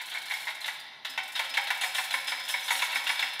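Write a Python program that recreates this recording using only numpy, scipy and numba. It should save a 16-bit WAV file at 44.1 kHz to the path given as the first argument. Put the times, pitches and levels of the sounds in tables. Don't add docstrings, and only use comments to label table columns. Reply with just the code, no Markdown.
import sys
import numpy as np
from scipy import signal
from scipy.fft import rfft, irfft
from scipy.io import wavfile
from scipy.ndimage import uniform_filter1d
from numba import njit

SR = 44100
rng = np.random.default_rng(int(sys.argv[2]) if len(sys.argv) > 2 else 0)


def linear_from_db(decibels):
    return 10 ** (np.asarray(decibels, float) / 20)


def master(y):
    cut = np.clip(np.atleast_2d(y).T, -1, 1)
    pcm = np.round(cut * 32767)
    wavfile.write(sys.argv[1], SR, pcm.astype(np.int16))


N = 149940
LEAD = 17640
M = N + LEAD

# (time [s], peak level [dB])
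SEATINGS = [(0.678, -22), (1.176, -20), (1.392, -17.5), (1.571, -16.5), (1.704, -18.5), (1.835, -20.5),
            (1.983, -19), (2.14, -18), (2.319, -22), (2.54, -23.5), (2.705, -18), (2.821, -17),
            (2.927, -26.5), (2.957, -19), (3.093, -18.5), (3.225, -20.5)]
# (time [s], peak level [dB])
SLIDES = [
    (-.16, -23.5),
    (0, -28.5),
    (.139, -30.5),
    (.148, -28.5),
    (.172, -35),
    (.298, -27.5),
    (.309, -26.5),
    (.337, -38),
    (.468, -24),
    (.48, -33),
]
# (time [s], peak level [dB])
EDGE_KNOCKS = [(0.1003, -37.5), (0.1176, -35.5), (0.2766, -43), (0.614, -37.5), (0.6425, -30.5),
               (0.6577, -34), (1.0483, -25), (1.1046, -48), (1.353, -25.5), (1.3608, -33), (1.438, -30.5),
               (1.5387, -24), (1.6705, -27.5), (1.8115, -22.5), (1.948, -22.5), (2.1076, -24),
               (2.27, -38.5), (2.277, -25.5), (2.49, -24.5), (2.6796, -23), (2.792, -28), (3.0668, -22),
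               (3.192, -22), (3.3944, -25)]
# (time [s], peak level [dB])
EARLY_TICKS = [(0.013, -41.5), (0.057, -41.5), (0.097, -41.5), (0.139, -43), (0.1815, -44), (0.2176, -44),
               (0.2558, -42), (0.2927, -47), (0.3344, -40.5), (0.375, -48), (0.411, -45), (0.451, -43.5),
               (0.498, -43.5), (0.5472, -44.5), (0.605, -42.5), (0.6606, -40), (0.7334, -45.5),
               (0.7955, -46), (1.048, -42), (1.097, -41), (1.1772, -73), (1.2316, -43.5), (1.277, -42.5),
               (1.32, -42), (1.3544, -41), (1.3917, -37), (1.4451, -43), (1.4945, -41), (1.5394, -41),
               (1.5718, -38.5)]
LATE_TICKS = [(1.6102, -43), (1.6377, -43), (1.6713, -40.5), (1.703, -36), (1.7459, -42.5), (1.7735, -42),
              (2.04, -34), (2.1054, -36.5), (2.2034, -42.5), (2.2425, -43), (2.35, -45), (2.395, -42.5),
              (2.4368, -46), (2.4512, -43.5), (2.6035, -41), (2.681, -39), (2.917, -39), (3.039, -39.5),
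              (3.073, -37), (3.1438, -40), (3.1944, -37), (3.2854, -46), (3.3324, -43), (3.3944, -32)]
# (time [s], peak level [dB])
LINK_STRIKES = [(0.2972, -38.5), (0.3374, -41), (0.3992, -42), (0.613, -41.5), (0.658, -38), (1.3542, -40),
                (1.3915, -49), (1.8085, -29), (1.839, -37), (1.944, -28), (1.979, -35.5), (2.1254, -31.5),
                (2.2698, -30), (2.483, -27), (2.629, -38), (2.641, -35.5), (2.704, -26), (2.76, -30),
                (2.818, -33), (2.944, -31), (3.089, -32), (3.2217, -36.5)]
# (time [s], peak level [dB])
PLATE_SLAPS = [(.247, -45), (1.091, -36.5), (1.345, -39), (1.5, -37), (1.81, -41), (1.86, -35),
               (1.965, -35), (2.127, -33.5), (2.27, -29), (2.436, -36), (2.5, -36.5), (2.71, -33.5),
               (2.82, -38), (2.95, -31), (3.09, -31.5), (3.215, -32.5), (3.29, -51), (.337, -45),
               (.62, -46)]
# (time [s], level [dB])
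TENSION = [
    (0, -43.5),
    (.4, -36.5),
    (.75, -61),
    (.85, -54.5),
    (1.05, -61),
    (1.1, -45.5),
    (1.9, -46.5),
    (2.8, -35.5),
    (3.4, -42),
]
# (time [s], peak level [dB], frequency [Hz])
FAVOURED_MODES = [(0.0094, -31, 2240), (0.1156, -27, 3190), (0.1481, -24, 2150), (0.1714, -21.5, 2193),
                  (0.3087, -21.5, 2243), (0.3371, -21.5, 2165), (0.4718, -30, 2090), (0.614, -27, 4090),
                  (0.6424, -25, 3770), (0.6789, -24, 1949), (1.0505, -25, 3880), (1.1767, -27, 2270),
                  (1.3603, -23, 3670), (1.3932, -27.5, 2185), (1.5404, -26, 2620), (1.5718, -22, 2193),
                  (1.6721, -25, 2700), (1.7045, -26.5, 1910), (1.8362, -19.5, 2270), (1.9839, -24.5, 2270),
                  (2.1395, -22, 2130), (2.2772, -25, 3583), (2.3191, -24, 2260), (2.5396, -16.5, 2235),
                  (2.6798, -45, 3560), (2.7072, -20.5, 1880), (2.7926, -24, 2810), (2.82, -23.5, 2270),
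                  (2.9262, -22.5, 2665), (2.9572, -17.5, 2210), (3.0679, -21.5, 2805), (3.0944, -24, 2260),
                  (3.1931, -21, 3640), (3.2266, -22.5, 2280)]
# (time [s], peak level [dB], frequency [Hz], t60 [s])
LONE_LINKS = [
    (.337, -44, 5430, 0.14),
    (.66, -56, 6045, 0.35),
    (.797, -41, 4780, 0.052),
    (1.95, -40, 5500, 0.17),
    (2.63, -43.5, 5998, 0.53),
    (2.485, -46, 7800, 0.18),
    (2.7, -42, 6800, .12),
    (2.95, -43, 5400, .15),
]

# (frequency [Hz], level [dB], t60 [s])
HOUSING_MODES = [(760.8, -13.5, 0.19), (927.3, -7.5, 0.066), (1005.4, -5.5, 0.071), (1488, -7.5, 0.17),
                 (1731, -0.5, 0.064), (1860, -17, 0.057), (1910, -19.5, 0.08), (2203, -9, 0.24),
                 (2270, -9.5, 0.22), (2665, 1.5, 0.037), (3184, -11.5, 0.17), (3800, -9, .12),
                 (4030, 3.5, 0.037), (4250, 2.5, 0.033)]
# (frequency [Hz], level [dB], t60 [s] where it differs from LINK_T60_S)
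LINK_MODES = [(5445, -7, .15), (5998, -9, .25), (6750, -8), (7300, -8), (7860, -6), (8650, -6), (8877, -5),
              (9580, -8), (10550, -3, .13), (10760, -4), (11790, -9), (12500, -12), (13200, -5, .12),
              (15400, -15)]
LINK_T60_S = .09
# (frequency [Hz], level [dB], t60 [s])
PLATE_MODES = [(5033, -7, .45), (5089, -6, .5), (5156, 0, .55)]
# (frequency [Hz], level [dB], t60 [s])
STAND_MODES = [(268, -2.5, 0.46), (438, -7.5, 0.27), (547, 6, 0.13), (579, -6.5, 0.27)]
# (frequency [Hz], width [Hz], level [dB])
LINK_CROWDS = [(7380, 900, -9.5), (8770, 216, -7.5), (9640, 160, -13.5), (10640, 335, -5),
               (12040, 270, -20.5), (13030, 370, -13.5)]

# (frequency [Hz], level [dB])
SEATING_COLOUR = [(180, -89.5), (600, -20.5), (869, -5.5), (1270, -10), (2210, 0), (2970, -14.5),
                  (3670, -7.5), (4690, -22.5), (15000, -39.5)]
# (frequency [Hz], level [dB])
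EDGE_COLOUR = [(180, -78), (620, -10.5), (898, -6.5), (1210, -6), (1730, -0.5), (3020, -1.5), (3670, 3),
               (4620, -13), (15000, -38.5)]
# (frequency [Hz], level [dB])
PAWL_COLOUR = [(1500, -16), (4000, 17), (7000, 13), (11000, 14.5), (15500, 9)]
# (frequency [Hz], density [dB per Hz])
VENTILATION_COLOUR = [(25, -12), (55, -8.5), (110, -8.5), (150, -3.5), (190, -4), (350, -1), (700, -6.5),
                      (16000, -41.5)]
# (frequency [Hz], t60 [s], level [dB])
HALL_DECAY = [(485, 2.57, 3), (2000, 1.45, 0), (4400, 1.58, 4.5), (6800, 0.44, 3), (12000, 0.51, 4.5)]
# (frequency [Hz], width [Hz], depth [0-1])
WALL_DIPS = [(1185, 151, 1), (2458, 136, 0.84)]


def clunks():
    t, db = np.array(SEATINGS).T
    slide_t, slide_db = np.array(SLIDES).T
    crack = burst(t, db + 9, 0.0001, 0.0028, 0.12, 2.5)
    crack = crack + burst(slide_t, slide_db + 5, 0.0015, 0.014, 0.13, 0.59)
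    middle = ring(t, db - 13, HOUSING_MODES[3:11], 4.0, 0.0019, 0.013, 0.96)
    low = ring(t, db - 6.5, HOUSING_MODES[:3], 3.8, 0.0079, 0.028, 0.84)
    soft = ring(slide_t, slide_db - 13, HOUSING_MODES[:11], 2.7, 0.0098, 0.0069, 0.98)
    return colour(crack, SEATING_COLOUR) + middle + low + soft


def knocks():
    t, db = np.array(EDGE_KNOCKS).T
    crack = colour(burst(t, db + 5.5, 0.0006, 0.0081, 0.17, 1.07), EDGE_COLOUR)
    return crack + ring(t, db - 16, HOUSING_MODES[9:], 3, 0.0008, 0.0284, 0.84)


def pings():
    t, db, hz = np.array(FAVOURED_MODES).T
    link_t, link_db, link_hz, link_t60 = np.array(LONE_LINKS).T
    start = sample_index(np.r_[t, t, link_t])
    push = np.exp(-1 / (0.0011 * SR))
    gain = linear_from_db(np.r_[db - 7, db - 12, link_db]) * (1 - push) + 0j
    mate_hz = hz * (1 + 0.012 * rng.standard_normal(len(t)))
    t60 = 160 / hz
    rough = 1 + 0.42 * rng.standard_normal(M)
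    lone = decay(start, np.r_[hz, mate_hz, link_hz], np.r_[t60, t60, link_t60], gain, push, rough)
    slap_t, slap_db = np.array(PLATE_SLAPS).T
    blow_t, blow_db = np.array(SEATINGS[1:]).T
    stand = ring(slap_t, slap_db - 25, STAND_MODES[:1], 2.4, 0.0021, 0.011, 0.74)
    stand = stand + ring(blow_t, blow_db - 37, STAND_MODES[1:], 6.3, 0.0015, 0.0078, 0.84)
    return lone + stand


def jingles():
    t, db = np.array(LINK_STRIKES).T
    rebound_s = 0.019
    t, db = np.r_[t, t + rebound_s], np.r_[db, db - 3.5]
    links = ring(t, db - 17.5, LINK_MODES, 1.7, 0.0041, 0.0017, 0.85)
    unlike_links = ring(t, db - 9.5, LINK_MODES, 3.7, 0.0056, .03, 0.9)
    scrape = colour(burst(t, db - 4, 0.0014, 0.0094, 0.36, 2), PAWL_COLOUR)
    slap_t, slap_db = np.array(PLATE_SLAPS).T
    plate = ring(slap_t, slap_db - 8.5, PLATE_MODES, 0.6, 0.00078, 0, 0.91)
    return links + unlike_links + banded(scrape, -10) + plate


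def pawl():
    t, db = np.array(EARLY_TICKS + LATE_TICKS).T
    tick = colour(burst(t, db + 2, 0.00034, 0.0079, 0.099, 1.4), PAWL_COLOUR)
    return banded(tick, -3) + ring(t, db - 19, LINK_MODES, 5.9, 0.003, 0.024, 0.44)


def rattle():
    contacts_per_s, spread_db = 300, 10.5
    chance = rng.random((int(contacts_per_s * M / SR), 2))
    t = (chance[:, 0] * M - LEAD) / SR
    db = np.interp(t, *np.array(TENSION).T) + spread_db * chance[:, 1] ** 2
    housing = ring(t, db - 17.5, HOUSING_MODES, 2.7, 0.00049, 0.0298, 0.33)
    links = ring(t, db - 26, LINK_MODES, 3.2, 0.00033, 0.025, 0.28)
    return housing + links + colour(burst(t, db - 3, 0.00034, 0.0007, 0.037, 2.9), EDGE_COLOUR)


def sample_index(times):
    return np.clip((np.asarray(times) * SR).astype(int) + LEAD, 0, M - 1)


def burst(times, db, rise_s, hold_s, t60_s, grain_db):
    t = np.arange(int(.15 * SR)) / SR
    grit = rng.standard_normal(M) * linear_from_db(grain_db * rng.standard_normal(M))
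    shape = np.minimum(t / rise_s, 1) * linear_from_db(-60 * np.maximum(t - hold_s, 0) / t60_s)
    clicks = np.bincount(sample_index(times), linear_from_db(db), M)
    return signal.fftconvolve(clicks, shape)[:M] * grit / grit.std()


def ring(times, db, modes, scatter_db, push_s, detune, share):
    hz, mode_db, t60 = np.array([(*m, LINK_T60_S)[:3] for m in modes], float).T
    size = (len(times), len(modes))
    scatter, shift = rng.standard_normal((2, *size))
    on = rng.random(size) < share
    phase = np.exp(2j * np.pi * rng.random(size))
    start = np.broadcast_to(sample_index(times)[:, None], size)
    push = np.exp(-1 / (push_s * SR))
    gain = linear_from_db(db[:, None] + mode_db + scatter_db * scatter) * (1 - push) * phase
    mode_hz = hz * (1 + detune * shift)
    mode_t60 = np.broadcast_to(t60, size)
    rough = 1 + 2.5 * rng.standard_normal(M)
    return decay(start[on], mode_hz[on], mode_t60[on], gain[on], push, rough)


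@njit
def decay(start, hz, t60, gain, push, noise):
    out = np.zeros(len(noise))
    for k in range(len(hz)):
        turn = np.exp(2j * np.pi * hz[k] / SR)
        pole = turn * np.exp(-np.log(1000) / (t60[k] * SR))
        z, drive = 0j, gain[k]
        for i in range(start[k], min(start[k] + int(t60[k] * SR), len(noise))):
            z = z * pole + drive * noise[i]
            drive *= push * turn
            out[i] += z.imag
    return out


def banded(x, dry_db):
    out = linear_from_db(dry_db) * x
    for hz, width, db in LINK_CROWDS:
        out = out + linear_from_db(db) * signal.lfilter(*signal.iirpeak(hz, hz / width, SR), x)
    return out


def colour(x, table):
    hz, db = np.array(table, float).T
    f = np.maximum(np.arange(1025) * SR / 2048, 10)
    log_gain = np.interp(np.log(f), np.log(hz), db - db.max()) * np.log(10) / 20
    cepstrum = irfft(log_gain)
    cepstrum[1:1024] *= 2
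    cepstrum[1025:] = 0
    return signal.fftconvolve(x, irfft(np.exp(rfft(cepstrum))))[:len(x)]


def hall(x):
    level_db, gap_s = -7, 0.0092
    t = np.arange(int(1.2 * SR)) / SR
    hz, t60, db = np.array(HALL_DECAY).T
    tail = np.zeros(len(t))
    for f in 150 * 2 ** np.arange(0, 6.8, .5):
        sos = signal.butter(2, [f / 1.19, f * 1.19], "band", fs=SR, output="sos")
        band = signal.sosfilt(sos, rng.standard_normal(len(t)))
        band_db = np.interp(np.log(f), np.log(hz), db)
        band_t60 = np.interp(np.log(f), np.log(hz), t60)
        tail += band * linear_from_db(band_db - 60 * t / band_t60)
    tail *= np.clip(t / gap_s, 0, 1) ** 2
    return signal.fftconvolve(x, tail * linear_from_db(level_db) / 60)[:M]


def hum():
    air = colour(rng.standard_normal(M), VENTILATION_COLOUR)
    waver = uniform_filter1d(rng.standard_normal(M), size=4000) * 60
    tone_hz, tone_db = 147, -76.5
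    tone = linear_from_db(tone_db + 1.7 * waver) * np.sin(2 * np.pi * tone_hz * np.arange(M) / SR)
    return air / air.std() * linear_from_db(-67.5) + tone


def scene():
    hoist = clunks() + knocks() + pings() + jingles() + pawl() + rattle()
    hoist = signal.sosfilt(signal.butter(2, 300, "high", fs=SR, output="sos"), hoist)
    heard = hoist + hall(hoist)
    for hz, width, depth in WALL_DIPS:
        heard = heard - depth * signal.lfilter(*signal.iirpeak(hz, hz / width, SR), heard)
    return (heard + hum())[None, LEAD:]


def roll_off(x):
    return signal.sosfilt(signal.butter(12, 16540, fs=SR, output="sos"), x)


def record(dry):
    top_hz = 15620
    mix = signal.sosfilt(signal.ellip(10, .3, 60, top_hz, fs=SR, output="sos"), dry)
    return roll_off(mix)


dry = scene()
out = record(dry)
master(out)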